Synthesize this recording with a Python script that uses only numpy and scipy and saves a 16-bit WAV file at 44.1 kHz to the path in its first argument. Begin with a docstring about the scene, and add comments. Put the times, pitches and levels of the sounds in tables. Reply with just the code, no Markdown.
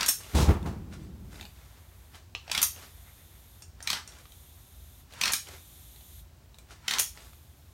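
"""A hand pump feeds a bicycle tyre in a garage, over a low rumble. First comes a quick push: air rushes
down the hose, forces the valve open in spurts, and the piston clacks against the metal barrel. Then a
slow pull sips air with a faint hiss, hand and hose rustle and tick, and one puff of air buffets the
microphone. Four more pushes follow, of three or four spurts each and mostly ending in a clack, with
slow pulls between them and one more to finish."""
import sys
import numpy as np
from scipy import signal
from scipy.fft import rfft, irfft, next_fast_len
from scipy.io import wavfile
from scipy.ndimage import map_coordinates

SR = 44100
rng = np.random.default_rng(int(sys.argv[2]) if len(sys.argv) > 2 else 0)


def master_out(mix):
    """Clip the mix to full scale and print it as 16-bit PCM to the path in sys.argv[1]."""
    frames = np.transpose(np.atleast_2d(mix))
    ceiling = np.clip(frames, -1, 1)
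    pcm = np.round(ceiling * 32767).astype(np.int16)
    wavfile.write(sys.argv[1], SR, pcm)


N = 340887
AGE = np.arange(SR // 8) / SR  # seconds since a short sound began

# pushes on the handle: t/s, length/s, level/dB
PUSH_STROKES = [(-.05, 0.092, -36.5), (2.513, 0.095, -41.5), (3.867, 0.11, -42), (5.212, .092, -37),
                (6.885, 0.094, -39.5)]
# spurts of air through the valve: t/s, level/dB
VALVE_SPURTS = [(.0074, -23.5), (.029, -25), (2.5143, -22.5), (2.5481, -23.5), (2.5759, -20.5),
                (3.8731, -24.5), (3.9009, -21.5), (3.929, -24.5), (5.2121, -21), (5.235, -21.5),
                (5.2547, -23), (5.277, -24), (6.8799, -22), (6.9088, -22), (6.9353, -24)]
# the piston hits its stop: t/s, level/dB, knock against scrape/dB, t60/s (time to fade by 60 dB)
PISTON_CLACKS = [(0.0613, -26.5, -6, .04), (0.0826, -22.5, -7, 0.069), (0.0864, -18, -13.5, 0.041),
                 (2.6164, -23, -8, .032), (2.628, -16.5, -9, .026), (3.1785, -48.5, -10, .015),
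                 (3.621, -39, -19, 0.038), (3.826, -34, -18, .01), (4.076, -36.5, -20, 0.011),
                 (5.3193, -27, -12, 0.057), (5.334, -22.5, -2.5, .031), (6.9845, -28.5, 6, 0.013),
                 (6.992, -23, -15, 0.012), (6.9958, -19, -8, 0.039)]
# the piston is drawn back: start t/s, end t/s, level/dB, change on the way/dB, slide against hiss/dB
PULL_STROKES = [(.2, .35, -63, 9, -13), (1.41, 2.15, -63.5, -3, -6), (2.805, 3.614, -58, -4, -9),
                (4.33, 5.008, -59, -2.5, -15), (5.545, 6.2, -56.5, 0.5, -20), (7.253, 7.73, -60, -11, -17)]
# hand and rod slide as the grip shifts or the stroke turns: t/s, length/s, level/dB
HAND_RUBS = [(0.203, .14, -51), (0.935, 0.0045, -52.5), (1.023, 0.011, -60), (1.323, 0.071, -55),
             (1.557, 0.23, -64.5), (2.151, .012, -53), (2.77, .08, -53), (4.078, 0.13, -57.5),
             (5.118, 0.091, -55), (5.475, 0.077, -51), (6.712, 0.0089, -51), (7.16, 0.11, -57.5)]
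# hose, nozzle and grip tick against the wheel: t/s, level/dB, extra treble/dB, ring f/Hz
WHEEL_TICKS = [(.628, -50.5, -3, 3600), (0.9256, -48.5, -11, 1450), (1.3972, -45.5, -12.5, 2030),
               (1.4106, -38.5, -7, 3660), (1.4274, -46, -14.5, 2380), (1.4526, -43.5, -7.5, 4450),
               (2.1465, -47, -20, 810), (2.3498, -31, -24, 2520), (2.4783, -41.5, -22, 2650),
               (2.4973, -35.5, -19, 2550), (2.762, -47, -23, 2900), (3.8044, -45.5, -10, 1700),
               (4.2546, -50, -17, 1200), (4.3206, -52, 0.5, 3750), (5.1362, -46.5, -4, 3400),
               (5.4705, -46.5, -13, 3000), (5.9607, -54, -6, 4080), (6.0092, -55, -12, 4040),
               (6.5437, -51, -7.5, 3800), (6.5853, -50, -0.5, 3600), (6.7075, -46, -16, 1400),
               (7.1736, -44, -14.5, 1970), (7.332, -53.5, -6, 1240)]
# gusts of the puff reach the microphone: t/s, length/s, buffet/dB, flutter/dB, hiss/dB
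PUFF_GUSTS = [(.351, .075, -23, -31, -34.5), (0.49, 0.019, -19.5, -30.5, -67),
              (0.661, 0.016, -36, -40.5, -52.5)]
# the air settles after the gusts: start t/s, end t/s, level/dB, change on the way/dB
PUFF_WAKE = (0.61, 1.44, -38, -10)

# the notes at which things ring: f/Hz, width/Hz, relative level/dB
HOSE_MODES = [(237, 15, -5), (466, 21, -23), (1580, 80, -13), (1900, 160, -4), (2490, 100, -10),
              (3680, 83, -2.5), (4280, 44, 0), (4450, 110, -2), (5600, 140, -1.5)]  # the air in hose and nozzle
BARREL_MODES = [(2700, 110, -14), (5572, 60, 0), (6423, 60, 1.5), (7150, 80, -5), (8699, 55, -2),
                (9100, 80, -5.5), (9991, 60, -3), (10956, 90, -6), (12950, 110, -7)]  # the thin metal tube

# the tone colour of each noise: f/Hz, relative level/dB
ROOM_RUMBLE = [(20, -44.5), (33, -11), (45, -17), (57, 2), (68, -7.5), (80, -0.5), (115, -14), (143, -13.5),
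               (190, -24.5), (220, -22), (290, -27.5), (380, -26.5), (520, -49), (1000, -92.5)]
ROOM_HISS = [(200, -8.5), (450, -5), (700, -3.5), (1000, -6.5), (1800, -11), (4000, -12.5), (7800, -15),
             (10300, -19), (13000, -16), (16000, -16.5)]
HOSE_RUSH = [(100, -35), (210, 1), (450, -18), (950, 2), (1700, 1.5), (2800, -4), (5500, -10.5),
             (7500, -11), (16000, -29)]
VALVE_GUSH = [(100, -40), (210, -26), (400, -26.5), (900, -11.5), (1600, -10.5), (2450, -2), (3000, -3),
              (3700, -2), (5100, -6), (5900, -5), (7000, -14), (9000, -19), (16000, -38)]
BRIGHT_SPIT = [(3000, -30), (7000, -4), (9300, -5.5), (10500, -7.5), (16000, -11.5)]
PISTON_SCRAPE = [(1500, -27), (4900, -29), (5500, -1.5), (7100, 5), (7700, -2), (8800, 4.5), (10000, 2),
                 (10600, -2), (12000, 3.5), (15500, -7)]
HANDLE_KNOCK = [(100, -14), (300, -10.5), (600, -17), (1500, 2.5), (2200, -2), (2800, 4), (4000, 3),
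                (5500, 1), (9000, -13)]
SEAL_HISS = [(1000, -22), (2800, -9), (3600, 1.5), (4900, -12.5), (6700, -3), (8000, -8), (9000, -1),
             (9800, -3.5), (10400, -6.5), (11300, -0.5), (12700, -1), (14500, -5), (16000, -15)]
WASHER_SLIDE = [(300, -18), (700, 1), (1100, 0), (2200, 1), (4000, -18.5)]
HAND_RUSTLE = [(150, 1.5), (700, 1.5), (1500, 2), (3500, -2.5), (6000, -4), (10000, -9.5), (16000, -24)]
TICK_SCUFF = [(150, -30), (700, 2), (1300, -10.5), (2600, -3), (3600, -4.5), (5500, -10.5), (8000, -22),
              (16000, -49)]
PUFF_BUFFET = [(15, -45), (25, -44.5), (42, -9), (55, -2.5), (75, 3), (100, -7), (150, -8), (205, -6.5),
               (260, -18), (320, -15.5), (420, -22.5), (550, -33.5), (1000, -58)]
PUFF_FLUTTER = [(200, -29), (300, 5.5), (420, 2), (600, -1.5), (850, 0.5), (1150, -3.5), (1800, -11.5),
                (3000, -18.5), (8000, -33)]
PUFF_HISS = [(1000, -23), (2500, 2.5), (4000, 3.5), (7000, 1), (15000, -12)]

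# how long the garage echoes: f/Hz, t60/s
ECHO_TIMES = [(200, 0.14), (1500, 0.23), (5000, 0.29), (10000, 0.26), (16000, 0.26)]


def amp(db):
    """Turn decibels into a gain."""
    return 10 ** (np.asarray(db) / 20)


def unit(x):
    """Scale a sound to an average power of 1."""
    return x / np.sqrt(np.mean(x ** 2) + 1e-20)


def along(points, hz):
    """Read between the rows of a (frequency, value) table, on a log frequency axis."""
    freqs, values = np.transpose(points)
    return np.interp(np.log(hz + 1), np.log(freqs + 1), values)


def swell(start, end, db, attack, release, change_db=0):
    """A gain that rises until start, drifts by change_db until end, then dies away (times in seconds)."""
    t = np.arange(N) / SR
    progress = np.clip((t - start) / max(end - start, 1 / SR), 0, 1)
    fades = np.exp(-np.maximum(start - t, 0) / attack - np.maximum(t - end, 0) / release)
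    return amp(db + change_db * progress) * fades


def wobble(rate):
    """A smooth curve through rate random points a second."""
    points = rng.standard_normal(int(N * rate / SR) + 4)
    return map_coordinates(points, [np.arange(N) * rate / SR])


def filtered(x, response):
    """Scale each frequency in x by the gain response(hz)."""
    size = next_fast_len(len(x) + 8192)
    return irfft(rfft(x, size) * response(np.fft.rfftfreq(size, 1 / SR)), size)[:len(x)]


def noise(spectrum, size=N):
    """Noise with the given tone colour and a power of 1."""
    return unit(filtered(rng.standard_normal(size), lambda hz: amp(along(spectrum, hz))))


def burst(spectrum):
    """A short stretch of coloured noise."""
    return noise(spectrum, size=len(AGE))


def strike(rise, t60):
    """A gain that climbs to 1 in rise seconds, then falls 60 dB every t60 seconds."""
    return np.minimum(AGE / rise, 1) * amp(-60 * np.maximum(AGE - rise, 0) / t60)


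def resonate(x, modes, grip_hz=0):
    """Make x ring at the given notes; the hand's grip widens each one, so it dies sooner."""
    ring = 0
    for hz, width_hz, db in modes:
        width = width_hz + grip_hz
        ring += amp(db) * width * np.exp(-np.pi * width * AGE) * np.sin(2 * np.pi * hz * AGE)
    return signal.fftconvolve(x, ring / np.linalg.norm(ring))[:len(x)]


def noise_band(hz, width_hz):
    """Noise gathered around one pitch."""
    return resonate(rng.standard_normal(N), [(hz, width_hz, 0)])


def add(track, start, sound):
    """Mix a sound into the track, start seconds in."""
    part = track[max(round(start * SR), 0):][:len(sound)]
    part += sound[:len(part)]


def garage(x, echo_db):
    """Add the echo of the cluttered room, a little different each time."""
    hz, t, spectrum = signal.stft(rng.standard_normal(SR // 2), SR, nperseg=256)
    decay = amp(-60 * t / along(ECHO_TIMES, hz)[:, None])
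    tail = signal.istft(spectrum * decay, SR, nperseg=256)[1]
    tail *= np.minimum(np.arange(len(tail)) / SR / 0.002, 1)
    room = amp(echo_db) * tail / np.linalg.norm(tail)
    room[0] = 1  # the direct sound
    # floor, wheel and nearby things send back a few distinct copies
    delays = (rng.uniform(.002, .022, size=6) * SR).astype(int)
    room[delays] += amp(echo_db - 15.5) * rng.choice([-1, 1], size=6)
    return signal.fftconvolve(x, room)


def room_tone():
    """A distant rumble under a faint, even hiss."""
    return amp(-53) * noise(ROOM_RUMBLE) + amp(-63.5) * noise(ROOM_HISS)


def hose():
    """Swirling air makes the hose ring, strongest late in each push and hollowest at its end."""
    build_s, attack_s, release_s = 0.042, 0.039, 0.021
    flow = ending = 0
    for start, length, db in PUSH_STROKES:
        end = start + length
        flow += swell(start + build_s, end, db, attack_s, release_s)
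        ending += swell(end - release_s, end, db, release_s, release_s)
    rush = noise(HOSE_RUSH) + amp(-10) * resonate(rng.standard_normal(N), HOSE_MODES, grip_hz=16)
    honk = amp(-6) * noise_band(hz=1410, width_hz=450)
    flicker = amp(1.3 * wobble(250))
    return garage((flow * rush + ending * honk) * flicker, echo_db=-4.5)[:N]


def valve():
    """The valve pops open with a bright spit, lets air gush through while its flap chirps, and shuts."""
    open_s, chirp_hz, chirp_fade_s = 0.0061, 2453, 0.04
    out = np.zeros(N)
    opening = np.sin(np.pi * np.minimum(AGE / open_s, 1))
    flap = np.sin(2 * np.pi * chirp_hz * AGE)
    for start, db in VALVE_SPURTS:
        into_push = min(abs(start - push[0]) for push in PUSH_STROKES)
        chirp = amp(-6.5) * np.exp(-into_push / chirp_fade_s) * flap  # strongest early in a push
        gush = opening * (burst(VALVE_GUSH) + chirp)
        hollow = amp(-10) * resonate(opening * rng.standard_normal(len(AGE)), HOSE_MODES, grip_hz=25)
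        spit = amp(-8.5) * strike(rise=.0002, t60=0.025) * burst(BRIGHT_SPIT)
        add(out, start, garage(amp(db) * (gush + hollow + spit), echo_db=-2.5))
    return out


def piston():
    """Each blow at the stop cracks, scrapes, rings the barrel and knocks the handle."""
    out = np.zeros(N)
    for start, db, knock_db, t60 in PISTON_CLACKS:
        crack = amp(-3.5) * strike(rise=.0002, t60=0.0066)
        force = strike(rise=0.0013, t60=t60) + crack
        scrape = force * burst(PISTON_SCRAPE)
        ring = amp(-4.5) * resonate(force * rng.standard_normal(len(AGE)), BARREL_MODES, grip_hz=60)
        knock = amp(knock_db) * force * burst(HANDLE_KNOCK)
        cutoff_hz = 9000 * np.sqrt(amp(db) / amp(-34.5))  # a softer blow is a duller one
        blow = filtered(scrape + ring + knock, lambda hz: 1 / np.hypot(1, (hz / cutoff_hz) ** 3))
        add(out, start, garage(amp(db) * blow, echo_db=-1.5))
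    return out


def intake():
    """On each pull the seal hisses, a thin sizzle gains on the hiss, and the washer slides in the barrel."""
    attack_s, release_s = 0.2, 0.026  # a pull gathers speed slowly and stops short
    hiss = sizzle = slide = 0
    for start, end, db, change_db, slide_db in PULL_STROKES:
        speed = swell(start, end, db, attack_s, release_s, change_db)
        hiss += speed
        slide += amp(slide_db) * speed
        sizzle += swell(start, end, db - 10, attack_s, release_s, change_db + 5.5)
    seal = hiss * noise(SEAL_HISS) + sizzle * noise_band(hz=12500, width_hz=1800)
    seal *= amp(0.6 * wobble(4.5))
    washer = slide * amp(3.5 * wobble(27)) * noise(WASHER_SLIDE)
    return seal + washer


def handling():
    """Hand and rod rub and set off faint rattles; hose, nozzle and grip tick against the wheel."""
    rattles_per_s, rattle_hz = 14, 2700
    rubbing = sum(swell(start, start + length, db, attack=0.017, release=0.03)
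                  for start, length, db in HAND_RUBS)
    rustle = unit(noise(HAND_RUSTLE) * amp(1.76 * wobble(180)))
    out = garage(rubbing * rustle, echo_db=-6)[:N]
    for start, db, treble_db, hz in WHEEL_TICKS:
        add(out, start, tick(db, treble_db, hz))
    for start, length, db in HAND_RUBS:
        for wait in np.cumsum(rng.exponential(size=4)) / rattles_per_s:
            rattle = tick(db + 2, treble_db=-1.5, hz=rattle_hz * amp(4.4 * rng.standard_normal()))
            if wait < length:  # only while the hand still slides
                add(out, start + wait, rattle)
    return out


def tick(db, treble_db, hz):
    """One light touch: a scuff and a short ring, most of which comes straight to the microphone."""
    scuff = strike(rise=0.00073, t60=.02) * (burst(TICK_SCUFF) + amp(treble_db) * burst(BRIGHT_SPIT))
    ring = amp(3) * strike(rise=0.00066, t60=.008) * np.sin(2 * np.pi * hz * AGE)
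    out = garage(scuff + amp(-5.5) * ring, echo_db=-2)
    add(out, 0, ring)
    return amp(db) * out


def puff():
    """Swirls of air push on the microphone with deep buffets, rough flutter and hiss, then settle."""
    attack_s, release_s = 0.0069, 0.043
    start, end, wake_db, change_db = PUFF_WAKE
    wake = swell(start, end, wake_db, attack_s, release_s, change_db)
    buffet, flutter, hiss = wake, amp(-21) * wake, 0
    for start, length, buffet_db, flutter_db, hiss_db in PUFF_GUSTS:
        end = start + length
        buffet += swell(start, end, buffet_db, attack_s, release_s)
        flutter += swell(start, end, flutter_db, attack_s, release_s)
        hiss += swell(start, end, hiss_db, attack=.002, release=release_s)  # sets in more sharply
    deep = noise(PUFF_BUFFET)
    rough = unit(noise(PUFF_FLUTTER) * amp(1.5 * wobble(128.3)))
    return buffet * deep + flutter * rough + hiss * noise(PUFF_HISS)


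def scene():
    """The room, the pump and the hand that works it, mixed into one channel."""
    return (room_tone() + hose() + valve() + piston() + intake() + handling() + puff())[None]


def record(dry):
    """The small microphone loses the deepest bass and the very highest treble."""
    low_cut_hz, top_hz = 38, 15850
    return filtered(dry[0], lambda hz: (hz < top_hz) * hz ** 4 / np.hypot(hz ** 4, low_cut_hz ** 4))[None]


dry = scene()
out = record(dry)
master_out(out)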